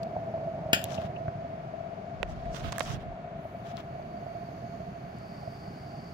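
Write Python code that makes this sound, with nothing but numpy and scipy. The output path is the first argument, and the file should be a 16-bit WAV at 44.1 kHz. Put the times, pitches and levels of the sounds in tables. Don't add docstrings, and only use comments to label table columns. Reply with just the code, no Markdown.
import sys
import numpy as np
from scipy import signal
from scipy.fft import rfft, irfft, next_fast_len
from scipy.io import wavfile
from scipy.ndimage import uniform_filter1d, map_coordinates

SR = 44100
rng = np.random.default_rng(int(sys.argv[2]) if len(sys.argv) > 2 else 0)


def master_out(mix):
    frames = np.transpose(np.atleast_2d(mix))
    ceiling = np.clip(frames, -1, 1)
    pcm = np.round(ceiling * 32767).astype(np.int16)
    wavfile.write(sys.argv[1], SR, pcm)


N = 270333
T = np.arange(N) / SR
SIZE = next_fast_len(N + SR)
HZ = np.maximum(np.fft.rfftfreq(SIZE, 1 / SR), 1)
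PORT_SPACING_M = 0.19


def undb(db):
    return 10 ** (np.asarray(db) / 20)


def unit(x):
    return x / np.sqrt(np.mean(x ** 2))


def curves(table):
    s, *columns = np.transpose(table)
    return [np.interp(T, s, column) for column in columns]


def pan(db):
    return undb(np.array([[1], [-1]]) * db / 2)


def shape(points):
    hz, db = np.transpose(points)
    log_gain = np.log(undb(np.interp(np.log(HZ), np.log(hz), db)))
    cepstrum = irfft(log_gain, SIZE)
    return np.exp(rfft(2 * cepstrum[:SIZE // 2], SIZE) - cepstrum[0])


def resonance(hz, width):
    return 1 / (1 + 1j * (HZ ** 2 - hz ** 2) / (HZ * width))


def bank(modes):
    return sum(undb(db) * resonance(hz, width) for hz, width, db in modes)


def through(x, response):
    return irfft(rfft(x, SIZE) * response, SIZE)[..., :N]


def colour(x, response):
    return through(x, response / np.sqrt(np.mean(abs(response) ** 2)))


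def walk(rate):
    k = int(SR / rate)
    steps = np.repeat(rng.standard_normal(N // k + 1), k)
    return unit(uniform_filter1d(steps, k)[:N])


def fade(s, t60):
    return (T >= s) * np.exp(-np.log(1000) * np.clip((T - s) / t60, 0, 10))


def swell(s, length, attack_s, release_s):
    before = np.maximum(s - T, 0) / attack_s
    after = np.maximum(T - s - length, 0) / release_s
    return np.exp(-np.minimum(before + after, 20))


def knock(s, hz, t60):
    return fade(s, t60) * np.sin(2 * np.pi * hz * (T - s))


def pulses(events):
    out = np.zeros(N)
    for s, db in events:
        out[int(s * SR)] += undb(db)
    return out


def diffuse():
    likeness = np.sinc(2 * HZ * PORT_SPACING_M / 343)
    mid = colour(rng.standard_normal(N), np.sqrt(1 + likeness))
    side = colour(rng.standard_normal(N), np.sqrt(1 - likeness))
    return unit(np.array([mid + side, mid - side]))


def ports(x, lead_ms):
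    return np.array([np.interp(T - lead_ms / 1000, T, x), x])


def glide(x, share):
    return map_coordinates(x, [np.arange(N) + np.cumsum(share)], mode="mirror")


def saturate(x, share):
    envelope = uniform_filter1d(abs(signal.hilbert(x, SIZE)[:N]), size=300)
    return unit(x * envelope ** -min(share, 1))


# t/s, flue ring level/dB, low thud level/dB, ring t60/s
FLAME_BURSTS = [(0.111, -33, -32, 0.02), (0.165, -14, -21, 0.022), (0.339, -22.5, -35, 0.17),
                (0.376, -26, -36, 0.05), (0.472, -27, -47, 0.21), (0.546, -35, -36, 0.03),
                (0.579, -35, -40, 0.023), (0.658, -21.5, -21, 0.054), (0.983, -22.5, -24, 0.078),
                (1.046, -28, -23, 0.041), (1.28, -24, -17.5, 0.05), (1.354, -31.5, -25.5, 0.028),
                (1.669, -31, -30, 0.024), (1.737, -28.5, -52, 0.052), (3.355, -38, -30, 0.025),
                (3.452, -24.5, -29, 0.026), (3.547, -29, -45, 0.035), (4.225, -29, -37, 0.036),
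                (4.265, -22.5, -38, 0.023), (4.349, -33, -29.5, 0.27), (4.802, -26, -31, 0.021),
                (5.429, -33.5, -29, 0.061), (5.475, -26, -25, 0.052)]
# f/Hz, relative level/dB per Hz
ROAR_SPECTRUM = [(20, -30), (45, -22.5), (90, -6), (145, 1.5), (200, -2.5), (270, -11.5), (450, -17.5),
                 (600, -31), (850, -39.5), (1500, -56), (4000, -91.5)]
# f/Hz, width/Hz, relative level/dB
FLUE_MODES = [(671.3, 33, 15.5), (628.4, 27, 4), (582, 42, -4), (703, 16, -10)]
FLUE_RISE_PER_S, FLUE_MID_S = .004, 1.5


def burner(roar_db, flue_db, pan_db, lead_ms, cab_db, flutter_db=2, flue_room_db=-10, skirt_hz=260,
           roar_lead_ms=0.32, cab_ring_db=5, door_db=-14):
    flue_hz = FLUE_MODES[0][0]
    flame = unit(rng.standard_normal(N) * undb(flutter_db * walk(90)))
    pipe = bank(FLUE_MODES) * resonance(flue_hz, skirt_hz)
    rings, thuds = np.zeros(N), np.zeros(N)
    for s, ring_db, thud_db, t60 in FLAME_BURSTS:
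        detune = 1 + .03 * rng.uniform(-1, 1)
        rings += undb(ring_db) * knock(s, flue_hz * detune, t60)
        thuds += undb(thud_db) * knock(s, 107, 0.032)
    short_rings = through(rings, resonance(flue_hz, 190))
    singing = saturate(colour(flame, pipe), .13)
    tone = undb(flue_db) * glide(singing, FLUE_RISE_PER_S * (T - FLUE_MID_S)) + short_rings
    low_thuds = through(thuds, resonance(150, 260) ** 2)
    roar = undb(roar_db) * colour(flame, shape(ROAR_SPECTRUM)) + low_thuds
    door = undb(flue_db + door_db) * colour(diffuse(), resonance(320, 380) ** 2)
    hollow = undb(cab_db + cab_ring_db) * colour(flame, resonance(809, 35) ** 2)
    walls = undb(flue_db + flue_room_db) * colour(diffuse(), pipe)
    direct = ports(tone, lead_ms) * pan(pan_db) + ports(roar + hollow, roar_lead_ms)
    return direct + door + walls


# f/Hz, width/Hz, relative level/dB
JET_MODES = [(4480, 370, -5), (5200, 330, -14), (6320, 600, -8.5), (8300, 300, -17)]
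# f/Hz, relative level/dB per Hz
CAB_SPECTRUM = [(2500, -39.5), (4150, -15), (4550, 7), (4750, 4.5), (5150, -4.5), (5400, -5), (5800, -16),
                (6500, -12.5), (7700, -22.5), (8400, -15), (10000, -34), (16000, -43.5)]
# t/s, level/dB, left minus right/dB
FINE_HISS = [(0, -82, 1), (1.4, -85, 2), (3.32, -90, -5.5), (3.45, -75.5, 3), (3.9, -80.5, -2),
             (4.4, -77, -2), (5, -79, -4), (5.5, -76.5, -10), (6.13, -79.5, -12)]


def jet(jet_db, cab_db, door_db, whistle_pan_db=14, cab_pan_db=4, door_pan_db=-4):
    whistle_air = unit(rng.standard_normal(N) + diffuse())
    whistle = colour(whistle_air, bank(JET_MODES) * resonance(5050, 1600)) * pan(whistle_pan_db)
    cab_air = unit(rng.standard_normal(N) + .5 * diffuse())
    cab = colour(cab_air, shape(CAB_SPECTRUM)) * pan(cab_pan_db)
    fine_db, fine_pan_db = curves(FINE_HISS)
    fine = colour(diffuse(), resonance(12100, 7200) ** 2) * pan(fine_pan_db)
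    door = colour(diffuse(), resonance(5000, 1200) ** 2) * pan(door_pan_db)
    return undb(jet_db) * whistle + undb(cab_db) * cab + undb(fine_db) * fine + undb(door_db) * door


# f/Hz, relative level/dB per Hz
ROOM_SPECTRUM = [(25, -1.5), (60, 14), (100, 16), (400, 7), (800, 0.5), (1050, 5.5), (1400, 4),
                 (2000, -1.5), (3000, -9), (4000, -13), (5000, -22), (6800, -21.5), (8000, -31),
                 (16000, -46)]
# f/Hz, level/dB
RIGHT_SHADE = [(1500, -0.5), (2800, 1.5), (4000, -6), (5200, -11), (6800, -12), (8000, -1), (16000, 0.5)]
# f/Hz, level/dB
HUM = [(398.4, -58), (2247, -70.5)]


def room(rush_db=-49):
    hum = np.zeros(N)
    for hz, db in HUM:
        level = undb(db + 0.42 * walk(6.2))
        hum += level * np.sin(2 * np.pi * hz * T + 1.3 * walk(9))
    left, right = undb(rush_db + 0.067 * walk(4.9)) * colour(diffuse(), shape(ROOM_SPECTRUM))
    return np.array([left, through(right, shape(RIGHT_SHADE))]) + hum


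# t/s, length/s, level/dB
SWAYS = [(2.17, 0.24, -41.5), (2.455, 0.069, -42), (2.606, 0.086, -43), (2.847, 0.28, -47.5)]
# t/s, length/s, level/dB, f/Hz
RUBS = [(2.645, 0.037, -37, 97), (2.906, 0.065, -37, 118), (3.069, 0.022, -40, 116)]
# t/s, push level before the case/dB, ring level/dB, ring f/Hz, ring t60/s
TAPS = [(2.23, 8.5, -18, 2620, 0.0098), (2.2321, -9, -23, 1900, 0.0046), (2.232, 1, -23, 653, 0.025),
        (2.7243, 0.5, -33, 605, 0.0072), (2.7283, -0.5, -26.5, 1110, 0.018),
        (2.783, -19, -18.5, 1680, 0.0095), (2.7846, -10, -25, 1260, 0.011), (2.7957, -5, -33, 1900, 0.0046),
        (2.8072, 10.5, -16, 1150, 0.007), (2.8085, -14, -23.5, 690, 0.031), (2.8109, 1, -24, 1750, 0.0064)]
# f/Hz, level/dB
CASE = [(60, -18), (300, -4.5), (600, 4), (850, 0), (1100, -3), (2100, -1.5), (2900, -8.5), (4000, -12.5),
        (4800, -25), (6400, -24), (9500, -35), (16000, -35)]
GRIP_ATTACK_S, GRIP_RELEASE_S = 0.011, 0.018
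HOLD_DB = -70


def handling(tap_pan_db=-16, rumble_pan_db=-10, rub_width_hz=80):
    swaying = undb(HOLD_DB)
    for s, length, db in SWAYS:
        swaying = swaying + undb(db) * swell(s, length, GRIP_ATTACK_S, GRIP_RELEASE_S)
    shake = unit(rng.standard_normal(N) + 0.99 * rng.standard_normal((2, N)))
    sway = swaying * colour(shake, resonance(49, 43) ** 2)
    skin = unit(rng.standard_normal(N) + 0.87 * rng.standard_normal((2, N)))
    rub = np.zeros((2, N))
    for s, length, db, hz in RUBS:
        stroke = swell(s, length, GRIP_ATTACK_S, GRIP_RELEASE_S)
        rub += undb(db) * stroke * colour(skin, resonance(hz, rub_width_hz) ** 2)
    rings = sum(undb(db) * knock(s, hz, t60) for s, _, db, hz, t60 in TAPS)
    taps = through(pulses([row[:2] for row in TAPS]), shape(CASE)) + rings
    return sway + rub * pan(rumble_pan_db) + np.array([undb(tap_pan_db) * taps, taps])


# t/s, level before filtering/dB, centre f/Hz, width/Hz, t60/s, left minus right/dB
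TICKS = [(0.0314, -42.5, 3400, 4200, 0.022, 3), (0.8415, -19, 12600, 5030, 0.0049, -5.5),
         (0.841, -29, 6800, 1300, 0.0066, 0), (0.8408, -27.5, 3750, 1400, 0.006, 6),
         (0.8534, -39, 3300, 1800, .012, 0), (0.905, -41.5, 2200, 3000, 0.017, 10),
         (0.943, -45.5, 3600, 3500, 0.053, 12), (0.978, -40.5, 2770, 420, 0.039, 1),
         (1.161, -42, 2730, 380, 0.036, 7.5), (1.281, -39.5, 1410, 700, 0.022, 6),
         (2.455, -46, 1700, 1370, 0.02, -7), (2.722, -32, 4160, 3600, 0.015, 2),
         (2.7257, -34.5, 5500, 2000, 0.01, 0), (2.7285, -42, 5000, 5000, 0.0061, -4),
         (2.7825, -27.5, 6000, 12000, 0.0026, -3), (2.7956, -23, 5660, 4200, 0.0027, -1),
         (2.8049, -27, 3670, 3400, 0.006, 3), (2.8305, -41, 7000, 10000, 0.0073, 3),
         (3.77, -39, 3800, 3000, 0.0069, 7), (5.185, -59, 6000, 7050, 0.027, 3)]


def ticks():
    out = np.zeros((2, N))
    for s, db, hz, width, t60, side_db in TICKS:
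        burst = rng.standard_normal((2, N)) * fade(s, t60)
        out += undb(db) * pan(side_db) * colour(burst, resonance(hz, width) ** 2)
    return out


# t/s, relative level/dB
CLACKS = [(0.7301, -19.5), (0.7318, -11), (0.7369, -22.5), (0.7456, -23), (0.7715, -39), (0.791, -38),
          (0.8146, -38)]


def chime(modes):
    t, out = T[:SR // 2], np.zeros(N)
    for s, blow_db in CLACKS:
        ring = np.zeros(len(t))
        for hz, db, t60 in modes:
            ring += undb(db - 60 * t / t60) * np.sin(2 * np.pi * (hz * t + rng.random()))
        out[int(s * SR):][:len(t)] += undb(blow_db) * unit(ring)
    return out * (1 + .35 * walk(500))


# f/Hz, relative level/dB, t60/s
METAL = [(1334, -9, .16), (1404, -9, .16), (1466, -2, .2), (1530, 9, .025), (1567, -1, .13),
         (1600, -2, .12), (1720, 5, .025), (1916, -13, .18), (2407, -8, .19), (2706, -1, .26),
         (2814, -6, .33), (2880, -8, .19), (3042, -5, .25), (3211, -7, .2), (3330, -9, .15),
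         (3539, -8, .15), (4914, -15, .2), (4960, -15, .16), (5100, -14, .1), (5230, -16, .17)]
# f/Hz, relative level/dB, t60/s
METAL_HIGH = [(6691, 1, 0.16), (7300, -4, 0.18), (8786, -12, 0.18), (9740, -11.5, 0.1), (12660, -20, 0.12),
              (12900, -25, 0.26), (13700, -19, 0.29), (14460, -22, 0.25)]
# f/Hz, relative level/dB per Hz
CRACK_SPECTRUM = [(50, -37), (200, 1), (1150, -19), (1400, 2.5), (1800, 4.5), (2080, -9), (2500, 4.5),
                  (3400, 0), (4000, -12.5), (5200, -1), (5850, -33), (6700, -5), (7700, -9.5), (9200, -18),
                  (10200, -19), (11500, -12), (12600, -7), (13800, -14), (15000, -16)]
# f/Hz, level/dB, t60/s
BODY = [(202, -15, 0.015), (440, -20, 0.019), (657, -25, 0.15)]
# f/Hz, width/Hz
METAL_GAPS = [(2080, 118), (5950, 270)]


def clacks(ring_db=-35.5, high_ring_db=-46, crack_db=-1, crack_t60=0.025,
           tail_db=-19, tail_t60=0.2, lead_ms=0.212):
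    ring = undb(ring_db) * chime(METAL) + undb(high_ring_db) * chime(METAL_HIGH)
    crack_fade = sum(undb(db) * fade(s, crack_t60) for s, db in CLACKS)
    tail_fade = sum(undb(db) * fade(s, tail_t60) for s, db in CLACKS)
    crack_response = shape(CRACK_SPECTRUM)
    direct = ring + undb(crack_db) * crack_fade * colour(rng.standard_normal(N), crack_response)
    walls = undb(tail_db) * tail_fade * colour(diffuse(), crack_response * resonance(2470, 5700))
    main_s = CLACKS[1][0]
    shaking = sum(undb(db) * knock(main_s, hz, t60) for hz, db, t60 in BODY)
    thud = through(shaking, resonance(210, 660) ** 2)
    gaps = np.prod([1 - resonance(hz, width) for hz, width in METAL_GAPS], axis=0) ** 2
    return through(ports(direct, lead_ms) + walls, gaps) * pan(4.2) + thud


def snags(per_s=450, spread_db=2.5):
    size_db = spread_db * np.minimum(rng.exponential(size=(2, N)), 4)
    sizes = undb(size_db) * rng.choice([-1, 1], (2, N))
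    return unit(sizes * (rng.random((2, N)) < per_s / SR))


# t/s, length/s, level/dB, left minus right/dB, rasp against the stroke/dB
STROKES = [(0.842, 0.22, -51, 6.5, -17.5), (0.917, 0.036, -54, 6, -1.5), (2.296, 0.028, -54, -7.5, -9),
           (2.364, 0.21, -60.5, -6.5, -18), (2.612, 0.19, -49.5, -5.5, -14), (2.549, 0.018, -46, -10, -4.5),
           (2.575, 0.022, -49.5, -9, -6), (2.643, 0.045, -45.5, -8, -16), (2.663, 0.0048, -43, -16, -23),
           (2.802, 0.14, -42.5, -4, -8.5), (2.936, 0.023, -46.5, -8, -25), (3.012, 0.014, -52.5, -7.5, -23),
           (3.665, 0.054, -52.5, 4.5, -15), (3.779, 0.027, -48.5, 5.5, -21)]
# f/Hz, relative level/dB per Hz
CLOTH_SPECTRUM = [(40, -26), (200, 6.5), (700, -3.5), (1200, 7), (2200, -2), (3300, 0), (5000, -11.5),
                  (6800, -24), (8500, -27.5), (10500, -24), (12500, -27), (16000, -23)]
STROKE_ATTACK_S, STROKE_RELEASE_S = 0.015, 0.011


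def sleeves(grain_db=-0.5, catch_db=2.5, rasp_hz=5700, rasp_width_hz=2800, rasp_pan_db=8, rasp_grain_db=1.5):
    grain = undb(grain_db * walk(700) + catch_db * walk(70))
    catches = colour(unit((diffuse() + snags()) * grain), shape(CLOTH_SPECTRUM))
    rasp_noise = unit(diffuse() * undb(rasp_grain_db * walk(500)))
    rasp = colour(rasp_noise, resonance(rasp_hz, rasp_width_hz) ** 2) * pan(rasp_pan_db)
    coarse_power, rasp_power = 0, 0
    for s, length, db, side_db, rasp_db in STROKES:
        movement = swell(s, length, STROKE_ATTACK_S, STROKE_RELEASE_S)
        power = (undb(db) * pan(side_db) * movement) ** 2
        coarse_power = coarse_power + power
        rasp_power = rasp_power + power * undb(rasp_db) ** 2
    return np.sqrt(coarse_power) * catches + np.sqrt(rasp_power) * rasp


# t/s, level/dB
WINDOW_NOTE = [(3.7, -89), (3.95, -80), (4.2, -76.5), (4.7, -81), (5.0, -89)]
WINDOW_HZ, WINDOW_WIDTH_HZ = 4580, 170


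def window_note(waver=.004):
    db, = curves(WINDOW_NOTE)
    whistle = colour(rng.standard_normal(N), resonance(WINDOW_HZ, WINDOW_WIDTH_HZ) ** 2)
    return undb(db) * glide(whistle, waver * walk(6)) * pan(18.0)


# t/s, distance to smokebox/m, distance to cab/m,
# flue tone left minus right/dB, lead of the right port/ms
PATH = [(0, .15, 0.36, -0.5, 0.24), (.7, 0.16, 0.37, -1, 0.14), (1.25, 0.2, 0.35, -4, 0.38),
        (1.85, 0.35, 0.45, 11, 0.33), (2.75, 0.27, 0.14, 1, 0.22), (3.25, 0.35, 0.76, 3, 0.12),
        (3.6, 0.35, 0.35, 3, 0.26), (4.15, 0.33, 0.27, -3.5, 0.38), (4.7, 0.4, 0.16, -6.5, 0.32),
        (5.2, 0.51, 0.3, -5.5, 0.39), (6.13, 0.61, 0.24, -5.5, 0.31)]
# t/s, level/dB
CAB_TOP = [(4.4, -94), (5.0, -78), (5.2, -66.5), (5.4, -63), (6.13, -63.5)]
# t/s, level/dB
DOOR_HISS = [(0, -78), (2.4, -78.5), (3.1, -88.5)]
NEAR_M, FLUE_DB, ROAR_DB, JET_DB = .15, -36.5, -41.5, -70
ROAR_FALLOFF = 0.65


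def scene():
    smokebox_m, cab_m, pan_db, lead_ms = curves(PATH)
    smokebox_db = 20 * np.log10(NEAR_M / smokebox_m)
    nozzle_db = 20 * np.log10(NEAR_M / cab_m)
    cab_db, = curves(CAB_TOP)
    door_db, = curves(DOOR_HISS)
    roar_db = ROAR_DB + ROAR_FALLOFF * np.maximum(smokebox_db, nozzle_db)
    flame = burner(roar_db, FLUE_DB + smokebox_db, pan_db, lead_ms, cab_db)
    gas = jet(JET_DB + nozzle_db, cab_db, door_db) + window_note()
    return flame + gas + room() + handling() + ticks() + clacks() + sleeves()


# f/Hz, width/Hz, level/dB
PORT_COLOUR = [(8460, 1300, -8.5), (8360, 500, 4)]
TOP_HZ = 15900


def record(dry):
    heard = []
    for x, (hz, width, db) in zip(dry, PORT_COLOUR):
        heard.append(through(x, 1 + (undb(db) - 1) * resonance(hz, width)))
    top_cut = signal.ellip(10, .2, 80, TOP_HZ, fs=SR, output="sos")
    return signal.sosfilt(top_cut, np.array(heard))


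dry = scene()
out = record(dry)
master_out(out)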